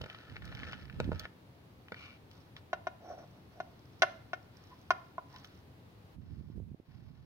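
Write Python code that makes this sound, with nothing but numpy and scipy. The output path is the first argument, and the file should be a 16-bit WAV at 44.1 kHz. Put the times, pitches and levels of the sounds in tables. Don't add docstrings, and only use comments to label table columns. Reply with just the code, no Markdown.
import sys
import numpy as np
from scipy import signal
from scipy.fft import rfft, irfft, next_fast_len
from scipy.io import wavfile

SR = 44100
rng = np.random.default_rng(int(sys.argv[2]) if len(sys.argv) > 2 else 0)


def wav_record(signal):
    frames = np.transpose(np.atleast_2d(signal))
    bounded = np.clip(frames, -1, 1)
    quanta = np.round(bounded * 32767).astype(np.int16)
    wavfile.write(sys.argv[1], SR, quanta)


N = 319725
TIME = np.arange(N) / SR
TOUCH_S = 0.018
CRACKLE_PER_S = 45


def amp(db):
    return 10 ** (np.asarray(db) / 20)


def unit(x):
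    return x / np.sqrt(np.mean(x ** 2))


def colour(x, points):
    size = 4096
    hz, db = np.transpose(points)
    log_hz = np.log(np.fft.rfftfreq(size, 1 / SR) + 1)
    cepstrum = irfft(np.log(amp(np.interp(log_hz, np.log(hz), db))))
    cepstrum[1:size // 2] *= 2
    cepstrum[size // 2 + 1:] = 0
    response = irfft(np.exp(rfft(cepstrum)))
    return np.apply_along_axis(signal.oaconvolve, -1, x, response)[..., :x.shape[-1]]


def ring(x, modes):
    out = 0
    for hz, width, db in modes:
        radius = np.exp(-np.pi * width / SR)
        turn = 2 * np.pi * hz / SR
        feed = [0, 2 * (1 - radius) * np.sin(turn)]
        feedback = [1, -2 * radius * np.cos(turn), radius * radius]
        out = out + amp(db) * signal.lfilter(feed, feedback, x)
    return signal.sosfilt(signal.butter(2, 0.87 * modes[0][0], "high", fs=SR, output="sos"), out)


def delay(x, s):
    size = next_fast_len(len(x) + 1024)
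    turn = np.exp(-2j * np.pi * np.fft.rfftfreq(size, 1 / SR) * s)
    return irfft(rfft(x, size) * turn, size)[:len(x)]


def add(track, s, sound):
    start = max(int(s * SR), 0)
    track[start:start + len(sound)] += sound[:N - start]


def pan(pair, points):
    tilted = []
    for x, side in zip(pair, (1, -1)):
        tilted.append(colour(x, [(hz, side * db / 2) for hz, db in points]))
    return np.array(tilted)


def contact(grit, decay_s, size=6000):
    age = np.arange(size) / SR / decay_s
    force = rng.standard_normal(size) * np.sqrt(age) * np.exp(-age)
    force = signal.sosfilt(signal.butter(1, 2000, "high", fs=SR, output="sos"), force)
    force *= grit / np.linalg.norm(force)
    force[:3] += np.hanning(5)[1:4] / 2
    return force


def grains(rate, spread_db, own_db=-5):
    sizes = amp(spread_db * np.minimum(rng.exponential(size=(3, N)), 4))
    impacts = (rng.random((3, N)) < rate / SR) * sizes * rng.choice([-1, 1], (3, N))
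    return impacts[0] + amp(own_db) * impacts[1:]


def crackle(rate, points):
    age = np.arange(600) / SR
    envelope = age * np.exp(-age / .001)
    bursts = signal.oaconvolve(grains(rate, spread_db=2, own_db=-20), [envelope], axes=1)[:, :N]
    return unit(colour(bursts * rng.standard_normal(N), points))


def clumps(rate, depth_db):
    moments = np.arange(0, TIME[-1] + 1, 1 / rate)
    return amp(depth_db * np.interp(TIME, moments, rng.standard_normal(len(moments))))


def strokes(rows, rise_db, fall_db):
    gain = np.zeros(N)
    for start, hardest, end, db in rows:
        touching = np.clip(np.minimum(TIME - start, end - TIME) / TOUCH_S, 0, 1)
        swell_db = db - np.interp(TIME, [start, hardest, end], [rise_db, 0, fall_db])
        gain += touching * amp(swell_db)
    return gain


def air():
    # frequency in Hz, level in dB.
    tone_colour = [(15, -23.5), (25, -28.5), (43, -19.5), (96, -0.5), (126, -4.5), (198, -9.5),
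                   (227, -11.5), (253, -10.5), (340, -13.5), (523, -19), (895, -22.5), (1380, -30),
                   (4260, -36), (7700, -48.5), (15500, -44.5)]
    # frequency in Hz, left minus right in dB.
    tone_pan = [(60, -2), (110, 2.5), (200, 1), (380, 1.5), (700, 1.5), (1290, -0.5), (2380, 1), (4400, -2),
                (8120, 1.5), (15000, 2)]
    level_db = -57.5
    hush_s, hush_db = 6.15, -9.5
    mid = colour(rng.standard_normal(N), tone_colour)
    side = colour(rng.standard_normal(N), tone_colour)
    side = colour(side, [(60, -30), (300, -7.5), (1500, 2.5), (6000, 0)])
    pair = np.array([mid + side, mid - side]) / np.std(mid)
    hush = np.clip((TIME - hush_s) / TOUCH_S, 0, 1)
    return pan(pair, tone_pan) * amp(level_db + hush_db * hush)


def room(x, size=22050):
    t60_s, tail_db, near_db = 0.44, -17, -8.5
    t = np.arange(size) / SR
    fade_in = np.clip(t / 0.00558 - 1, 0, 1)
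    tails = rng.standard_normal((2, size)) * amp(-60 * t / t60_s) * fade_in
    near = rng.standard_normal((2, size)) * np.exp(-t / 0.0054) * (t > .002)
    response = amp(tail_db) * unit(tails) + amp(near_db) * unit(near)
    response = colour(response / np.sqrt(size), [(200, 6), (700, 2.5), (2500, 0.5), (6000, -3), (12000, 1)])
    return signal.oaconvolve(x, response, axes=1)[:, :N]


def handling():
    # start in seconds, strength in dB, upper edge in Hz.
    bump_rows = [(0.321, 4, 218), (.471, 2, 218), (.630, 2.5, 300), (.936, 10.5, 181), (1.008, 14, 184),
                 (1.051, 10, 229), (1.077, 16, 260), (1.091, 17, 317), (6.183, 4, 196), (6.409, 3.5, 251),
                 (6.500, 4, 285), (6.579, 6.5, 317), (6.600, 0, 425), (6.715, 10, 213), (6.745, -1, 369.2),
                 (6.799, -2, 387), (7.103, 0.5, 199.8)]
    # start, hardest moment and end in seconds, level in dB.
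    shift_rows = [(-.02, .04, 0.071, -44.5), (.28, .63, 0.99, -44.5), (.96, 1.08, 1.186, -34),
                  (1.16, 1.25, 1.27, -47), (6.14, 6.19, 6.42, -45), (6.3, 6.45, 6.61, -43.5),
                  (6.54, 6.58, 6.76, -41), (6.87, 6.97, 7.46, -49)]
    # frequency in Hz, level in dB.
    rumble_colour = [(25, -24), (60, 6.5), (110, 7.5), (180, 1), (280, -7), (450, -21.5), (900, -57)]
    bumps = np.zeros(N)
    for s, db, edge_hz in bump_rows:
        push = signal.sosfilt(signal.butter(4, edge_hz, fs=SR, output="sos"), signal.unit_impulse(4000))
        add(bumps, s, amp(db) * push)
    bumps = signal.sosfilt(signal.butter(2, 75, "high", fs=SR, output="sos"), bumps)
    rumble = unit(colour(grains(rate=790, spread_db=2.5, own_db=4.5), rumble_colour))
    rumble = rumble * strokes(shift_rows, rise_db=4.5, fall_db=6.5)
    left, right = bumps + rumble
    left_db = np.interp(TIME, [1.3, 6.1], [-7, -12])
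    return np.array([left * amp(left_db), right])


def spice_pinches(lumps):
    # start, hardest moment and end in seconds, level in dB.
    pinch_rows = [(6.2, 6.29, 6.6, -72), (6.84, 6.93, 7.27, -71.5)]
    # frequency in Hz, level in dB.
    spice_colour = [(200, -10), (650, 2.5), (1400, -1), (2500, -3.5), (5000, -8.5), (7500, -23),
                    (15000, -19)]
    spice = unit(colour(grains(rate=3000, spread_db=2.5) * lumps, spice_colour))
    return spice * strokes(pinch_rows, rise_db=6.5, fall_db=6.5)


def ticks():
    # start in seconds, strength in dB, treble in dB.
    tick_rows = [(.015, -20.5, 13), (.040, -22.5, 0.5), (.099, -20, -1.5), (.147, -23.5, -5),
                 (.358, -26, -6), (.365, -18.5, -5.5), (.421, -27, -21), (.453, -31, 26), (.524, -25, -12),
                 (.55, -23.5, 7), (.632, -16.5, -13), (.731, -16, -3.5), (.898, -24, -12), (1.043, -27, 5),
                 (1.195, -17.5, 26), (1.253, -16.5, -13), (1.883, -29, -6), (1.921, -18, -9),
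                 (1.943, -22.5, -4), (2.313, -35, 20), (2.565, -23.5, 4.5), (5.361, -27, 10),
                 (5.445, -25, 9)]
    out = np.zeros(N)
    for s, db, treble_db in tick_rows:
        shape = [(200, -10.0), (550, 3.0), (1000, -3.0), (1600, 4), (2200, -0.5),
                 (3200, treble_db / 2 + 0.5), (5500, treble_db - 18),
                 (7500, 1.3 * treble_db - 38.5), (15000, treble_db - 36.5)]
        snap = colour(contact(grit=6, decay_s=.0014), shape)
        add(out, s, amp(db) * snap / np.linalg.norm(snap))
    return out


def knocks():
    # start in seconds, strength in dB, extra level at 4 kHz in dB.
    knock_rows = [(.013, -3.5, -8), (.038, -4, -5.5), (.061, -5.5, -2), (1.0019, 13, -2), (1.1180, 8, -19),
                  (1.1311, -5, -2.5), (1.9205, 0, -7)]
    # frequency in Hz, width in Hz, level in dB.
    knock_modes = [(247, 145, -3), (502, 120, -2.5), (613, 73, -2), (912, 150, -5.5), (1390, 164, -4),
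                   (2600, 450, -11.5), (3680, 150, -17.5), (4900, 200, -56)]
    out = np.zeros(N)
    for s, db, hard_db in knock_rows:
        force = colour(contact(grit=0.42, decay_s=0.00056), [(1200, 0), (4000, hard_db)])
        add(out, s, amp(db) * ring(force, knock_modes))
    return out


def spoon_taps():
    # start in seconds, strength in dB,
    # then extra level in dB at 630 Hz, 1 kHz, 1.6 kHz and 5 kHz.
    tap_rows = [(2.7309, 13.5, 1, 3, 4.5, -4), (2.8698, 11, 2, 2.5, 3.5, -4.5),
                (3.6022, 8.5, 1.5, -1.5, 1.5, -4.5), (4.021, 19, 4.5, -4.5, 13, 13),
                (4.0315, 17, 5.5, 4, 11.5, -5.5), (4.3329, 8.5, 1.5, 0.5, 10.5, 0.5),
                (4.9059, 17, 0.5, 12, 9.5, 4.5), (5.181, 3.5, 0.5, 15.5, -1, -13)]
    # frequency in Hz, width in Hz, left level in dB, right level in dB.
    bowl_modes = [(397, 15, -21, -28.5), (590, 55, -9, -2.5), (653, 45, -14, -4), (725, 100, -1, -3.5),
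                  (953, 30, -12.5, -11.5), (1043, 120, -16, -14.5), (1183, 110, -17, -15.5),
                  (1453, 68, -8.5, -11.5), (1375, 41, -11, -12), (1795, 130, -23, -18.5),
                  (2121.7, 61, -19.5, -17.5), (2494, 55, -21.5, -30), (2790, 180, -29, -29.5),
                  (3131, 110, -40.5, -27), (3414, 46, -37.5, -30.5), (3865, 92, -29.5, -23),
                  (4229, 110, -39, -31), (4914, 97, -39, -23), (5180, 91, -42.5, -34.5),
                  (5662, 89, -40, -17.5), (9070, 482, -50, -55.5)]
    # frequency in Hz, width in Hz, level in dB.
    spoon_modes = [(847, 450, -21), (2400, 1000, -30.5)]
    # frequency in Hz, level in dB.
    radiation = [(200, -12.5), (380, -2), (460, -16.5), (570, 0.5), (6100, 0.5), (7300, -14.5),
                 (10000, -3.5), (15000, -10.5)]
    echo_s, echo_gain = .00288, .55
    out = np.zeros((2, N))
    for s, db, body_db, rim_db, wall_db, hard_db in tap_rows:
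        weights = [(420, 0), (630, body_db), (760, 0), (1000, rim_db), (1600, wall_db), (5000, hard_db)]
        shifts = 1 + .008 * rng.standard_normal(len(bowl_modes))
        for side in range(2):
            modes = [(hz * shift, width, gains[side])
                     for shift, (hz, width, *gains) in zip(shifts, bowl_modes)]
            force = colour(contact(grit=0.66, decay_s=0.004), weights)
            add(out[side], s, amp(db) * (ring(force, modes) + ring(force, spoon_modes)))
    echo = np.array([delay(x, echo_s) for x in out])
    return colour(out + echo_gain * echo, radiation)


def wall_rubs():
    # start, hardest moment and end in seconds, level in dB.
    rub_rows = [(4.69, 4.73, 4.75, -55), (5.32, 5.36, 5.385, -52)]
    # frequency in Hz, width in Hz, level in dB.
    rub_modes = [(990, 55, 9), (1415, 130, -15.5), (1800, 200, -12)]
    rub = unit(ring(grains(rate=1400, spread_db=1.5, own_db=-12), rub_modes))
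    return rub * strokes(rub_rows, rise_db=14, fall_db=10.5)


def bowl_drags():
    # start, hardest moment and end in seconds, level in dB.
    drag_rows = [(3.0, 3.11, 3.175, -45.5), (3.165, 3.18, 3.26, -47.5), (3.31, 3.36, 3.42, -64.5),
                 (3.52, 3.57, 3.8, -62)]
    # frequency in Hz, width in Hz, level in dB.
    drag_modes = [(335, 50, -13), (609, 33, -1.5), (686, 69.3, -0.5), (1080, 107, -21.5), (1340, 68, -16.5),
                  (5680, 150, -25)]
    drag = unit(ring(grains(rate=1500, spread_db=1.5, own_db=-9.5), drag_modes))
    return drag * strokes(drag_rows, rise_db=16.5, fall_db=12)


def herb_pushes():
    # start, hardest moment and end in seconds, level in dB.
    push_rows = [(2.29, 2.34, 2.5, -68), (2.555, 2.568, 2.605, -58), (3.0, 3.12, 3.57, -71.5),
                 (3.5, 3.97, 4.64, -73.5), (4.52, 4.64, 5.12, -69), (5.28, 5.37, 5.62, -63)]
    # frequency in Hz, level in dB.
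    leaf_colour = [(600, 2), (1200, 12.5), (2500, 3.5), (4000, 6.5), (5600, -1), (7000, -17),
                   (12000, -11.5)]
    stalk_colour = [(600, -16), (2000, -9), (4400, -4.5), (5500, 4), (7000, -7), (12000, -11)]
    leaves = unit(colour(grains(rate=6000, spread_db=0.5), leaf_colour))
    stalks = amp(-7) * crackle(CRACKLE_PER_S, stalk_colour)
    return (leaves + stalks) * strokes(push_rows, rise_db=6.5, fall_db=10.5)


def heap_slide():
    # start, hardest moment and end in seconds, level in dB.
    slide_rows = [(1.95, 2.05, 2.183, -53)]
    # frequency in Hz, width in Hz, level in dB.
    slide_modes = [(1420, 220, 10), (1760, 300, -14), (2360, 200, 14.5), (2760, 270, 11), (3530, 420, -2),
                   (4100, 270, -9), (5400, 420, -31)]
    slide = unit(ring(grains(rate=4000, spread_db=4.5), slide_modes))
    return slide * strokes(slide_rows, rise_db=4.5, fall_db=14)


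def grain_sweeps(lumps):
    # start, hardest moment and end in seconds, level in dB.
    sweep_rows = [(-.05, .1, 0.74, -57), (.43, .70, 0.87, -51), (.87, 1.04, 1.12, -59),
                  (1.11, 1.262, 1.28, -51)]
    # frequency in Hz, level in dB.
    slip_colour = [(290, -35), (500, -4.5), (602, -5), (735, -11.5), (898, -10.5), (1080, -20), (1320, 2),
                   (1510, -6), (1770, -3), (2020, -12), (2780, -9.5), (3440, -12.5), (5260, -23),
                   (7740, -33), (12000, -33.5), (15600, -76), (22000, -120)]
    bounce_colour = [(300, -20), (1100, -10.5), (1700, 2), (2600, -1.5), (5000, -12), (7500, -26),
                     (15000, -33)]
    slipping = unit(colour(grains(rate=6500, spread_db=6.0) * lumps, slip_colour))
    slipping = slipping * strokes(sweep_rows, rise_db=14, fall_db=14.5)
    bouncing = amp(-7.5) * crackle(CRACKLE_PER_S, bounce_colour)
    bouncing = bouncing * strokes(sweep_rows, rise_db=5, fall_db=5.5)
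    return slipping + bouncing


def scraping():
    lumps = clumps(rate=130, depth_db=2.5)
    strokes_mix = grain_sweeps(lumps) + herb_pushes() + spice_pinches(lumps)
    strokes_mix = strokes_mix + heap_slide() + bowl_drags() + wall_rubs()
    return colour(strokes_mix, [(5900, 0.5), (7300, -9.5), (12000, -5.5)])


def scene():
    # frequency in Hz, left minus right in dB.
    work_pan = [(100, -11), (400, 1), (1000, -3), (2200, 4), (3500, -0.5), (5500, -12), (8000, 2),
                (14000, -8.5)]
    left_lag_s = 0.00013
    work = spoon_taps() + pan(knocks() + ticks() + scraping(), work_pan)
    direct = np.array([delay(work[0], left_lag_s), work[1]])
    return direct + room(work) + handling() + air()


def record(dry):
    return signal.sosfilt(signal.ellip(10, .2, 70, 15800, fs=SR, output="sos"), dry)


dry = scene()
out = record(dry)
wav_record(out)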